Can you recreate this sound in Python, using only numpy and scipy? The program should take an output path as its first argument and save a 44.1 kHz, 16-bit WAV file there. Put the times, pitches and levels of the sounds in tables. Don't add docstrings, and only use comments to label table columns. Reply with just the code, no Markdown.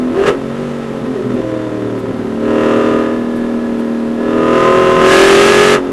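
import sys
import numpy as np
from scipy import signal
from scipy.fft import rfft, irfft
from scipy.io import wavfile
from scipy.ndimage import uniform_filter1d

SR = 44100
rng = np.random.default_rng(int(sys.argv[2]) if len(sys.argv) > 2 else 0)


def output_pcm(signal):
    pcm = np.clip(np.atleast_2d(signal).T, -1, 1) * 32767
    wavfile.write(sys.argv[1], SR, np.round(pcm).astype(np.int16))


N = 261072
T = np.arange(N) / SR
COAST_LOAD, FULL_LOAD = 2, 5
BLIP_START_S = 0.11

# f/Hz, relative level/dB
ROAD_SPECTRUM = [(15, -11), (40, -5), (90, -6.5), (200, 0), (400, -2), (650, -4), (1000, -10),
                 (1800, -17.5), (3000, -23.5), (6000, -34), (12000, -40)]
# t/s, level/dB
RATTLE_EVENTS = [(1.345, -48), (1.995, -45), (3.37, -44), (3.8, -44)]
# t/s, level/dB, main ring f/Hz
FUEL_POPS = [(0.275, -8, 459), (1.016, -11.5, 235.4), (1.062, -9, 255), (1.154, -11, 396.4),
             (1.18, -9, 372), (1.247, -9.5, 248), (1.332, -9, 248.6), (1.36, -11, 379), (2.136, -13.5, 248),
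             (2.17, -22, 234)]
# t/s, f/Hz
CYCLE_RATE = [(0.0, 41.5), (0.11, 41.7), (0.25, 44.9), (0.43, 45.0), (0.63, 48.2), (1.04, 44.6),
              (1.45, 40.2), (1.89, 38.3), (2.31, 37.4), (2.44, 38.6), (2.9, 39.8), (3.2, 39.9),
              (4.06, 38.8), (4.78, 41.6), (5.0, 41.4), (5.52, 45.4), (5.7, 46.6), (5.82, 45.1),
              (5.92, 45.4)]
# t/s, load/0-5
THROTTLE_LOAD = [(.35, 2.03), (.62, 0.8), (.95, 1.67), (1.3, 0.97), (1.5, 0.11), (2.1, 1.13), (2.41, 2.08),
                 (2.5, 2.77), (2.68, 3.46), (2.95, 3.09), (3.2, 2.06), (4.17, 1.99), (4.6, 3.97),
                 (4.97, 4.01), (5.13, 5.01), (5.75, 4.704), (5.81, 2.07)]
# place in the cycle/0-1, relative level/dB
FIRING_PATTERN = [(0, 4), (.112, -13.5), (.243, -2), (.355, 0), (0.521, -1.5), (0.624, -5), (0.746, -6.5),
                  (0.882, -5)]
# f/Hz, relative level/dB
HISS_SPECTRUM = [(300, -19), (900, -29.5), (2000, 12), (3200, 8), (4500, 2), (6000, 0), (7400, -1.5),
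                 (9000, -5), (12000, -11.5)]
# f/Hz, relative level/dB
RASP_SPECTRUM = [(300, -55), (660, 2.5), (790, -1.5), (920, -1), (1300, 1), (1800, 0), (2300, -9.5),
                 (3200, -11.5), (4500, -23.5), (7000, -24.5), (12000, -46)]
# f/Hz, width/Hz, level over the rasp/dB, load that drives it hardest
PIPE_RESONANCES = [(1016, 56, 13, 2.02), (1236, 21, 13.5, 3.34), (1299, 19, 13.5, 2.3), (1614, 85, 9, 8.4),
                   (1868, 24, 7, 2.1), (2726, 240, 9, 4.05), (3566, 23, 14.5, 1)]
# multiple of the cycle rate, relative level/dB,
# resonance f/Hz, load at which it peaks
SINGING_ORDERS = [(25, -5.5, 1036, 4.2), (30, -3.5, 1226, 4.2), (31, -7.5, 1231, 3.2), (37, -9, 1691, 5.2),
                  (39, -12, 1671, 4.8), (40, -12, 1701, 4.8), (43, -10.5, 1691, 2.1)]
# f/Hz, width/Hz, gain/dB
AIR_MODES = [(251.4, 49.3, 23), (402.8, 73.7, 20.5), (542.5, 47.4, 20)]
# multiple of the cycle rate, relative level/dB at load 0, 1, 2, 3, 4, 5
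BOOM_ORDERS = [(3, 9, 5.5, -23, 0.5, 0.5, -19), (4, -21, -9, -33, -10.5, 0, -29),
               (5, -6, -2, -21, -11.0, -6.5, -18.5), (6, -12, -11.5, -10.5, 0, -10.5, -27.5),
               (7, -9, -7, -23.5, -0.5, -28.5, -17), (8, 10.5, -10.5, -12, 8.5, -1.5, -7.5),
               (9, -17, -9.5, -17, -8, 4.0, -9), (10, -15, -4, -23.5, -0.5, -9.5, -18),
               (11, -4.5, -8.5, -20, 2, 0, -32), (12, -26, -10, -27.5, -4.5, -9.5, -17),
               (13, 3.5, -25, -32, 0, -1.5, -16), (14, -42, -10.5, -24, -2.5, -7.5, -9.5),
               (15, -32, -26.5, -52, -15.0, -2.5, -32.0), (16, 7.5, -19, -19.5, 4, 3, -8)]


def amp(db):
    return 10 ** (np.asarray(db) / 20)


def unit(x):
    return x / np.sqrt(np.mean(abs(x) ** 2) + 1e-20)


def curve(rows):
    return np.interp(T, *np.transpose(rows))


def bump(s, width_s):
    return np.exp(-((T - s) / width_s) ** 2)


def colour(x, spectrum):
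    hz = np.fft.rfftfreq(2 * N, 1 / SR)
    f, db = np.transpose(spectrum)
    gain = amp(np.interp(np.log(hz + 1), np.log(f), db))
    return unit(irfft(rfft(x, 2 * N) * gain)[:N])


def wander(hz):
    coarse = T[::32]
    f = np.fft.rfftfreq(len(coarse), coarse[1])
    slow = rfft(rng.standard_normal(len(coarse))) / (1 + (f / hz) ** 4)
    return np.interp(T, coarse, unit(irfft(slow, len(coarse))))


def diffuse_sound():
    spectrum = [(20, 5), (150, 17.5), (1300, 13), (3000, -4), (8000, -12.5), (12000, -22)]
    return colour(rng.standard_normal(N), spectrum)


def road(load, coast_db=-28, swell_db=1.6, db_per_load=2, rumble_hz=220):
    roar = colour(rng.standard_normal(N), ROAD_SPECTRUM)
    rumble = signal.sosfiltfilt(signal.butter(2, rumble_hz, fs=SR, output="sos"), roar)
    swell = amp(swell_db * wander(5.6)) - 1
    return amp(coast_db + db_per_load * (load - COAST_LOAD)) * (roar + swell * rumble)


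def rattles(width_s=0.015):
    level = sum(amp(db) * bump(s, width_s) for s, db in RATTLE_EVENTS)
    return level * colour(rng.standard_normal(N), [(1000, -18), (4000, -11), (12000, -6)])


def burble(ring_s=0.033, rise_s=0.0061, overtone=1.6, overtone_db=-17, crack_db=-22, crack_s=0.007):
    out, t = np.zeros(N), np.arange(SR // 8) / SR
    dull = signal.butter(2, 1500, fs=SR)
    attack = 1 - np.exp(-t / rise_s)
    for s, db, hz in FUEL_POPS:
        phase = 2 * np.pi * hz * t
        ring = (np.sin(phase) + amp(overtone_db) * np.sin(overtone * phase)) * np.exp(-t / ring_s)
        crack = unit(signal.lfilter(*dull, rng.standard_normal(len(t)))) * np.exp(-t / crack_s)
        out[round(s * SR):][:len(t)] += amp(db) * (ring + amp(crack_db) * crack) * attack
    return out


def pedal(blip_s=0.249, snap_s=0.088):
    load = curve(THROTTLE_LOAD)
    push = np.maximum(load - COAST_LOAD, 0) / (FULL_LOAD - COAST_LOAD)
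    braking = np.maximum(1 - load / COAST_LOAD, 0)
    since = T - BLIP_START_S
    blip = np.clip(np.minimum(since, blip_s - since) / snap_s, 0, 1)
    pressure = 0.48 * blip * since / blip_s
    bark = 0.52 * bump(0.286, width_s=0.029)
    return load + blip * (FULL_LOAD - load), push + pressure + bark, braking


def exhaust_levels(rate, push, braking):
    revs_hz = rate - rate.mean()
    boom_db = -35.5 + 14.5 * push ** 0.63 + 6.5 * braking - 0.3 * revs_hz
    rasp_db = -34.5 + 23.5 * push ** 0.55 + 4 * braking + 0.09 * revs_hz
    hiss_db = -52 + 35 * push ** 1.46 + 8 * braking + 0.6 * revs_hz
    return boom_db, rasp_db, hiss_db


def unevenness(push, braking, stumble_s=0.11):
    stumble = np.max([bump(s, stumble_s) for s, _, _ in FUEL_POPS], axis=0)
    smear = 0.11 + 0.12 * push + 0.078 * braking + 0.24 * stumble
    ragged = 0.13 + 0.11 * push + 0.11 * braking + 0.34 * stumble
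    return np.clip(smear, 0, 1), np.clip(ragged, 0, 1)


def firings(cycles, ragged, jitter_s=0.00012, spread_db=7, max_cycles=300):
    out, near = np.zeros(N + 32), np.arange(-8, 9)
    for place, db in FIRING_PATTERN:
        late, strong = rng.standard_normal((2, max_cycles))
        at = np.interp(np.arange(max_cycles) + place, cycles, np.arange(N), right=np.nan)
        at = at[np.isfinite(at)]
        rough = ragged[at.astype(int)]
        height = amp(db + spread_db * rough * strong[:len(at)])[:, None]
        at = np.clip(at + jitter_s * SR * rough * late[:len(at)], 8, N - 1)[:, None]
        taps = at.astype(int) + near
        np.add.at(out, taps, height * np.sinc(taps - at) * np.hanning(len(near)))
    return out[:N]


def cabin_scatter(x, spread_s=0.008, grain_hz=130.9):
    hz = np.fft.rfftfreq(2 * N, 1 / SR)
    delay_s = spread_s * np.interp(hz / grain_hz, np.arange(1000), rng.random(1000))
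    return irfft(rfft(x, 2 * N) * np.exp(-2j * np.pi * np.cumsum(delay_s) * hz[1]))[:N]


def puffs(pulses, decay_s, steady):
    spurts = signal.lfilter([1], [1, -np.exp(-1 / (decay_s * SR))], pulses)
    return unit((steady + unit(spurts)) * rng.standard_normal(N))


def gas_hiss(pulses, flicker_db=0.23):
    flicker = amp(flicker_db * wander(60))
    return flicker * colour(puffs(pulses, decay_s=0.0058, steady=3.1), HISS_SPECTRUM)


def blip_howl(cycles, rate, db=-16.5, from_hz=322, rise_hz_per_s=780, width_hz=28):
    resonance_hz = from_hz + rise_hz_per_s * (T - BLIP_START_S)
    tone = np.zeros(N)
    for order, *_ in BOOM_ORDERS:
        tuned = np.exp(-((order * rate - resonance_hz) / width_hz) ** 2)
        tone += tuned * np.sin(2 * np.pi * order * cycles)
    return np.sqrt(2) * amp(db) * bump(BLIP_START_S + 0.1, width_s=0.085) * tone


def pipe_singing(cycles, rate, load, load_reach=0.95, width_hz=45, waver_db=2, throb=0.45):
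    out = np.zeros(N)
    for order, db, hz, best_load in SINGING_ORDERS:
        tuned = np.exp(-((order * rate - hz) / width_hz) ** 2 - ((load - best_load) / load_reach) ** 2)
        out += np.sqrt(2) * amp(db + waver_db * wander(19)) * tuned * np.cos(2 * np.pi * order * cycles)
    return out * (1 + throb * np.cos(2 * np.pi * cycles))


def pipe_rasp(pulses, ragged, load, load_reach=2.37):
    gas = amp(-14 + 22 * ragged)
    drive = unit(cabin_scatter(pulses)) + gas * puffs(pulses, decay_s=0.011, steady=0.5)
    plain = colour(drive, RASP_SPECTRUM)
    out = plain.copy()
    for hz, width_hz, db, best_load in PIPE_RESONANCES:
        ring = signal.lfilter(*signal.iirpeak(hz, hz / width_hz, fs=SR), plain)
        out += (amp(db) - 1) * np.exp(-((load - best_load) / load_reach) ** 2) * ring
    return out / np.sqrt(uniform_filter1d(out ** 2, size=6000) + 1e-9)


def exhaust_boom(cycles, rate, load, smear, flutter=0.63, surge=0.99, pipe_hz=330, pipe_width_hz=260):
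    place, firing_db = np.transpose(FIRING_PATTERN)
    out, power = np.zeros(N), np.zeros(N)
    for order, *levels_db in BOOM_ORDERS:
        hz = order * rate
        pattern = np.sum(amp(firing_db) * np.exp(-2j * np.pi * order * place))
        pipe_shift = np.angle(pattern / (1 + 2j * (hz - pipe_hz) / pipe_width_hz))
        phase = 2 * np.pi * order * cycles + pipe_shift
        drone = 1 + sum((amp(db) - 1) / (1 + (2 * (hz - mode_hz) / width_hz) ** 2)
                        for mode_hz, width_hz, db in AIR_MODES)
        height = np.interp(load, np.arange(len(levels_db)), amp(levels_db))
        blur = wander(11.7) * np.cos(phase) + wander(7.3) * np.sin(phase)
        out += drone * height * (np.cos(phase) + flutter * smear * blur)
        power += height ** 2 / 2
    return out * (1 + surge * smear * wander(100)) / np.sqrt(power * (1 + 2 * smear ** 2))


def engine(rate, load, smear, ragged, boom_db, rasp_db, hiss_db, rate_drift=0.001326):
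    cycles = np.cumsum(rate * (1 + rate_drift * wander(11.27))) / SR
    pulses = firings(cycles, ragged)
    rasp = amp(rasp_db) * (amp(-2) * pipe_rasp(pulses, ragged, load) + pipe_singing(cycles, rate, load))
    hiss = amp(hiss_db) * gas_hiss(pulses)
    boom = amp(boom_db) * exhaust_boom(cycles, rate, load, smear)
    return rasp + hiss + boom + blip_howl(cycles, rate)


def scene():
    rate = curve(CYCLE_RATE)
    load, push, braking = pedal()
    boom_db, rasp_db, hiss_db = exhaust_levels(rate, push, braking)
    smear, ragged = unevenness(push, braking)
    v8 = engine(rate, load, smear, ragged, boom_db, rasp_db, hiss_db)
    mid = v8 + burble() + road(load) + rattles()
    side = amp(rasp_db - 21.5) * diffuse_sound()
    return np.array([mid + side, mid - side])


def record(dry, drive_db=0.76, ceiling=0.98, knee=4.2, cutoff_hz=12150):
    driven = dry * amp(drive_db)
    clipped = driven / (1 + abs(driven / ceiling) ** knee) ** (1 / knee)
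    lowpass = signal.firwin(511, cutoff_hz, window=("kaiser", 9), fs=SR)
    return signal.oaconvolve(clipped, lowpass[None], "same")


dry = scene()
out = record(dry)
output_pcm(out)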